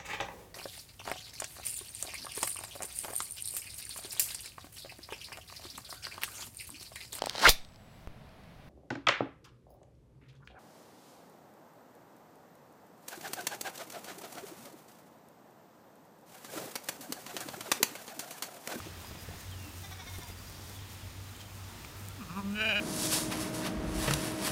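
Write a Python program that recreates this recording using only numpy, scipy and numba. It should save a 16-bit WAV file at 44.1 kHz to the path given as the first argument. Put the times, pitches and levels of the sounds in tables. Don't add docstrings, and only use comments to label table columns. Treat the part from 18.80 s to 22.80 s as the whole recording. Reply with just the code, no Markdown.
import sys
import numpy as np
from scipy import signal
from scipy.io import wavfile
from scipy.ndimage import uniform_filter1d
from numba import njit

SR = 44100
rng = np.random.default_rng(int(sys.argv[2]) if len(sys.argv) > 2 else 0)


def log_audio(samples):
    frames = np.atleast_2d(samples).T
    limited = np.clip(frames, -1, 1)
    pcm = np.round(limited * 32767).astype(np.int16)
    wavfile.write(sys.argv[1], SR, pcm)


def nominal_scale(level):
    x = np.asarray(level, float) / 20
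    return 10 ** x


N = 176400
T = np.arange(N) / SR

# t/s, pitch f/Hz, level/dB
SHEEP_PHRASES = [
    [(3.378, 309.9, -62), (3.4, 270.4, -43.5), (3.425, 200, -43), (3.452, 165.1, -54), (3.478, 155.6, -50),
     (3.508, 164.5, -42.5), (3.54, 180.6, -47), (3.576, 196.2, -34), (3.602, 197.2, -37)],
    [(3.626, 194.1, -52), (3.64, 197.2, -38), (3.666, 198.6, -35.5), (3.722, 202.4, -34),
     (3.756, 208.8, -37)],
    [(3.778, 213.1, -36.5), (3.816, 217.2, -28.5), (3.838, 212.2, -31), (3.852, 220.1, -28.5),
     (3.874, 226, -30), (3.906, 214.4, -30), (3.936, 196, -29.5), (3.964, 208, -32), (4.0, 196.7, -28.5)],
]
# t/s, mouth over nose level/dB, jaw drop/0-1, roughness/0-1
SHEEP_MOUTH = [(3.39, -13, 0.08, .3), (3.425, -2, 0.32, 0.39), (3.45, -10, 0.1, 0.32),
               (3.5, -3, 0.26, 0.48), (3.57, -4, 0.1, 0.22), (3.62, -4, 0.01, 0.25),
               (3.64, -18.5, 0.1, 0.15), (3.735, -20.5, 0.6, 0.07), (3.76, -1, 0.83, 0.09),
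               (3.8, 15, 0.86, 0.19), (3.85, 16, 0.93, 0.23), (3.91, 16, 0.96, 0.26), (4.0, 12, 0.92, 0.26)]
# jaw shut f/Hz, jaw dropped f/Hz, width/Hz, shut level/dB, dropped level/dB
SHEEP_TRACT = [(390, 680, 190, -29, -4.5), (1000, 1592, 254, 6, -1.5), (2450, 2456, 180, -10, 4),
               (2690, 2943, 160, -15.5, 1.5), (3730, 3900, 250, -17, -12.5), (4630, 4800, 230, -37, -16.5),
               (5470, 5640, 290, -34, -21.5), (6750, 6850, 200, -36, -22.5)]
# t/s, half length/s, depth at 1.5 kHz/dB, depth at 4.5 kHz/dB
THROAT_SPASMS = [
    (3.837, .016, 2, 12),
    (3.877, .019, 11, 6),
    (3.939, .021, 13, 14),
    (4.0, .016, 4, 5),
]
# t/s, peak level/dB, pitch f/Hz
HOOF_THUDS = [(0.059, -41, 99.6), (0.309, -37, 96.9), (0.349, -40, 98), (0.387, -44, 86.1),
              (0.483, -41, 94.2), (0.543, -41, 81), (0.939, -48, 91.5), (1.111, -41, 98),
              (1.264, -40.5, 91.5), (1.383, -35, 70.0), (1.499, -37.5, 61.5), (1.599, -45, 70.5),
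              (1.794, -40.5, 109), (1.895, -40, 91.5), (2.019, -42, 94.2), (2.269, -43, 78.5),
              (2.949, -42, 86.1)]
# t/s, peak level/dB, pitch f/Hz
STONE_KNOCKS = [(.002, -32, 1220), (0.061, -40, 322), (.068, -42, 380), (.074, -45, 448),
                (.246, -37.5, 950), (.313, -45, 900), (0.317, -50, 400), (.356, -44, 900),
                (.487, -40.5, 483), (.511, -41, 704), (.537, -44, 800), (1.113, -40, 770),
                (1.389, -43, 293), (1.49, -55, 397), (1.902, -50, 490), (2.6, -49, 890), (3.048, -34, 2300),
                (3.048, -40, 1300)]
# t/s, level/dB, half length/s, centre f/Hz
GRASS_SWISHES = [(.02, -53.5, 0.16, 2970), (0.202, -64, 0.041, 9000), (0.277, -56.5, .06, 9000),
                 (0.424, -53, 0.048, 9000), (0.61, -53, .02, 9000), (.69, -57, 0.046, 8000),
                 (.85, -56, 0.06, 8000), (1.02, -53, 0.14, 9000), (1.128, -62, .06, 9000),
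                 (1.35, -51, 0.15, 8850), (1.498, -54, .06, 8950), (1.747, -58.5, 0.12, 9000),
                 (1.878, -54, 0.091, 9000), (1.955, -53.5, 0.031, 9000), (2.12, -54.5, 0.051, 9000),
                 (2.328, -66, 0.077, 9000), (2.616, -53.5, 0.035, 4000), (2.9, -73, .06, 9000),
                 (3.049, -52.5, 0.0099, 2470), (3.19, -57, .05, 9000), (3.58, -63, 0.05, 9000),
                 (3.97, -56.5, 0.072, 8770)]
# t/s, pitch f/Hz, level/dB
LAMB_THROBS = [(1.026, 402, -47.5), (1.104, 383.3, -50), (1.182, 371.7, -49), (1.258, 362.3, -51.5),
               (1.329, 356.7, -52), (1.403, 352, -52.5), (1.471, 347.3, -54.5)]
# f/Hz, width/Hz, level/dB
LAMB_RESONANCES = [(800, 230, 1.5), (1500, 760, -5.5), (2160, 290, 3), (3580, 490, 2.5), (5730, 720, -3)]
# t/s, length/s, start f/Hz, end f/Hz, level/dB
WHISTLES = [(.15, .04, 4950, 5050, -70), (0.235, 0.082, 4920, 5020, -61), (.37, .07, 4900, 5030, -62),
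            (0.7, 0.055, 3500, 2940, -59), (0.753, 0.15, 2920, 2660, -61.5),
            (1.437, 0.037, 4700, 4860, -61), (1.503, 0.037, 4650, 5050, -60),
            (1.575, 0.033, 4600, 4750, -59.5), (1.67, .025, 4750, 4950, -61.5),
            (1.74, .025, 4600, 4800, -65), (1.946, 0.04, 3520, 3370, -61), (1.984, 0.023, 3230, 3130, -61),
            (2.212, .025, 3450, 3320, -62), (2.235, .02, 3090, 2970, -65), (2.475, 0.029, 4020, 3950, -64),
            (2.544, 0.023, 3180, 3040, -62), (2.598, 0.028, 3300, 3110, -60),
            (2.647, .025, 3250, 3000, -62), (1.217, 0.023, 957, 934, -56), (1.301, 0.022, 914, 940, -57.5),
            (1.414, 0.066, 1010, 935, -60), (3.28, 0.055, 1327, 1380, -61), (0.849, 0.061, 289, 305, -55.5)]
# f/Hz, density level/dB per Hz
WIND_SPECTRUM = [(22, -36), (55, -5.5), (110, -11.5), (220, -15), (480, -23.5), (800, -22), (3440, -27),
                 (15500, -32)]
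# t/s, level/dB
WIND_GUSTS = [(0.0, -50.5), (1.04, -52), (3.35, -52)]
# f/Hz, width/Hz, depth/0-1
TREBLE_DIPS = [(7630, 640, 0.35), (10360, 1900, 0.59)]


def unit(x):
    return x / np.sqrt(np.mean(x ** 2) + 1e-18)


@njit
def svf_loop(x, hz, width_hz):
    y = np.empty(len(x))
    band_state, low_state = 0., 0.
    for i in range(len(x)):
        g = np.tan(np.pi * hz[i] / SR)
        damping = width_hz / hz[i]
        v = (band_state + g * (x[i] - low_state)) / (1 + g * (g + damping))
        band_state = 2 * v - band_state
        low_state += 2 * g * v
        y[i] = damping * v
    return y


def band(x, hz, width_hz):
    return svf_loop(x + 1e-18, hz + np.zeros(len(x)), 1. * width_hz)


def walk(rate_hz, size=N):
    hold = int(SR / rate_hz)
    steps = np.repeat(rng.standard_normal(size // hold + 1), hold)
    return 1.324 * uniform_filter1d(uniform_filter1d(steps, hold), hold)[:size]


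def bump(t, start_s, length_s):
    return np.sin(np.pi * np.clip((t - start_s) / length_s, 0, 1)) ** 1.64


def glottis(hz, rough, count=36):
    n = len(hz)
    jitter = 1 + 0.0545 * rough * walk(180, size=n)
    phase = 2 * np.pi * np.cumsum(hz * jitter) / SR
    pulses = sum(np.cos(k * phase) for k in range(1, count + 1)) * np.sqrt(2 / count)
    air = rng.standard_normal(n) * (1 + np.cos(phase))
    return pulses * nominal_scale(4 * rough * walk(151.7, size=n)) + rough * air


def sheep_vowel(folds, jaw, low_db, high_db):
    choke_db = [0, low_db, 0.24 * high_db, 0.13 * high_db + .45 * low_db]
    vowel = 0
    for k, (shut_hz, open_hz, width_hz, shut_db, open_db) in enumerate(SHEEP_TRACT):
        hz = shut_hz + (open_hz - shut_hz) * np.clip(jaw, 0, 1) ** (5 if k == 0 else .8)
        db = shut_db + (open_db - shut_db) * jaw - (choke_db[k] if k < 4 else high_db)
        ring = band(band(folds, hz, 2 * width_hz), hz, width_hz)
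        vowel = vowel + (-1) ** k * nominal_scale(db) * ring / np.sqrt(width_hz)
    return vowel


def sheep_nose(folds, hz):
    nose_hz, width_hz, second_db = np.maximum(hz, 0.89 * 208), 115, -17
    hum = band(band(folds, nose_hz, width_hz), nose_hz, width_hz)
    return hum + nominal_scale(second_db) * band(folds, 2 * hz, 53)


def near_sheep():
    rows, mouth = np.vstack([np.array(p) for p in SHEEP_PHRASES]), np.array(SHEEP_MOUTH)
    start_s = rows[0, 0]
    first = int((start_s - .05) * SR)
    t = T[first:]
    hz, level_db = (np.interp(t, rows[:, 0], rows[:, k]) for k in (1, 2))
    open_db, jaw, rough = (np.interp(t, mouth[:, 0], mouth[:, k]) for k in (1, 2, 3))
    low_db, high_db = (sum(r[k] * bump(t, r[0] - r[1], 2 * r[1]) for r in THROAT_SPASMS) for k in (2, 3))
    folds = glottis(hz, np.clip(rough + 0.017 * high_db, 0, 1))
    mouth_share = 1 / (1 + nominal_scale(-2 * open_db))
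    voice = unit(sheep_vowel(folds, jaw, low_db, high_db)) * np.sqrt(mouth_share)
    voice = voice + unit(sheep_nose(folds, hz)) * np.sqrt(1 - mouth_share)
    chest = unit(band(band(folds, 2 * hz, 120), 2 * hz, 120))
    voice = voice + nominal_scale(-21) * mouth_share * chest
    onset = np.clip((t - start_s) / 0.011 + 1, 0, 1)
    return np.pad(voice * nominal_scale(level_db) * onset, (first, 0))


def hooves():
    out, t, t60_s = np.zeros(N + SR), T[:SR // 10], 0.053
    push = np.exp(-t * np.log(1000) / t60_s) * np.minimum(t / 0.003, 1)
    for s, db, hz in HOOF_THUDS:
        puff = unit(band(rng.standard_normal(len(t)), 2.06 * hz, 3 * hz))
        out[int(s * SR):][:len(t)] += nominal_scale(db) * push * (np.sin(2 * np.pi * hz * t) + 0.63 * puff)
    return out[:N]


def knocks():
    out, t, decay_cycles, gain_db = np.zeros(N + SR), T[:SR // 20], 4.3, 2.5
    for s, db, hz in STONE_KNOCKS:
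        grit = unit(band(rng.standard_normal(len(t)), 2.9 * hz, 3 * hz))
        ring = np.sin(2 * np.pi * hz * t) + 0.21 * grit
        decay = np.exp(-t * hz / decay_cycles * 2) * np.minimum(t * hz * 2, 1)
        out[int(s * SR):][:len(t)] += nominal_scale(db + gain_db) * ring * decay
    return out[:N]


def grass():
    crackle_db = 2.9 * rng.exponential(size=N // 30 + 1).repeat(30)[:N]
    crackle = rng.standard_normal(N) * nominal_scale(crackle_db)
    out = nominal_scale(-63 + 4 * walk(16)) * unit(band(crackle, 9700, 14000))
    for s, db, half_s, hz in GRASS_SWISHES:
        i = slice(max(int((s - half_s) * SR), 0), int((s + half_s) * SR))
        cluster = unit(band(crackle[::-1][i], hz, 1.9 * hz))
        out[i] += nominal_scale(db) * bump(T[i], s - half_s, 2 * half_s) * cluster
    return out


def far_lamb():
    throb_s, sag, rough, hold_db = 0.046, 0.0292, 0.22, -59
    rows = np.array(LAMB_THROBS)
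    first, last = int(SR * .95), int(SR * 1.7)
    t = T[first:last]
    k = np.clip(np.searchsorted(rows[:, 0], t) - 1, 0, len(rows) - 1)
    progress = np.clip((t - rows[k, 0]) / throb_s, 0, 1)
    hz = uniform_filter1d(rows[k, 1] * (1 + sag * (.5 - progress)), 200)
    folds = glottis(hz, rough, count=18)
    voice = 0
    for j, (f, width_hz, db) in enumerate(LAMB_RESONANCES):
        voice = voice + (-1) ** j * nominal_scale(db) * band(band(folds, f, 2 * width_hz), f, width_hz)
    throbs = sum(nominal_scale(db) * bump(t, s, throb_s) for s, _, db in rows)
    held = nominal_scale(hold_db) * bump(t, rows[0, 0], 0.49) ** 0.35
    voice = unit(voice) * (throbs + held)
    echo = sum(nominal_scale(db) * np.roll(voice, int(s * SR)) for s, db in [(.013, -12), (.027, -14)])
    return np.pad(voice + echo, (first, N - last))


def whistles():
    out, waver = np.zeros(N), walk(90)
    for s, length_s, from_hz, to_hz, db in WHISTLES:
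        i = slice(int(s * SR), int((s + length_s) * SR))
        u = np.clip((T[i] - s) / length_s, 0, 1)
        hz = (to_hz + (from_hz - to_hz) * (1 - u) ** 1.32) * (1 + .004 * waver[::-1][i])
        level = nominal_scale(db + 5.0 + 2.2 * waver[i]) * np.sin(np.pi * u) ** 0.5
        out[i] += level * np.sin(2 * np.pi * np.cumsum(hz) / SR)
    return out


def wind():
    out, shared = 0, walk(6.2)
    spectrum, gusts = np.array(WIND_SPECTRUM), np.array(WIND_GUSTS)
    for hz in 28 * 2 ** np.arange(0, 9.2, .5):
        db = np.interp(np.log(hz), np.log(spectrum[:, 0]), spectrum[:, 1])
        db = db + 0.61 * shared + 0.91 * walk(9.01)
        out = out + nominal_scale(db) * band(band(rng.standard_normal(N), hz, hz / 2), hz, hz / 2)
    return unit(out) * nominal_scale(np.interp(T, gusts[:, 0], gusts[:, 1]) + 3.0)


def drone():
    tone_db, blur_db = -51, -54.5
    hz = 94.9 * (1 + 0.025 * walk(5.5))
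    tone = nominal_scale(tone_db + 3 + 2.5 * walk(17)) * np.sin(2 * np.pi * np.cumsum(hz) / SR)
    blur = unit(band(band(rng.standard_normal(N), hz, 13.3), hz, 30))
    return tone + nominal_scale(blur_db) * blur


def scene():
    animals = near_sheep() + hooves() + knocks() + grass() + far_lamb() + whistles()
    return (animals + wind() + drone())[None]


def band_limit(x):
    return signal.sosfilt(signal.butter(12, 15730, fs=SR, output="sos"), x)


def record(dry):
    x = dry[0]
    for hz, width_hz, depth in TREBLE_DIPS:
        x = x - depth * band(x, hz, width_hz)
    return band_limit(x[None])


dry = scene()
out = record(dry)
log_audio(out)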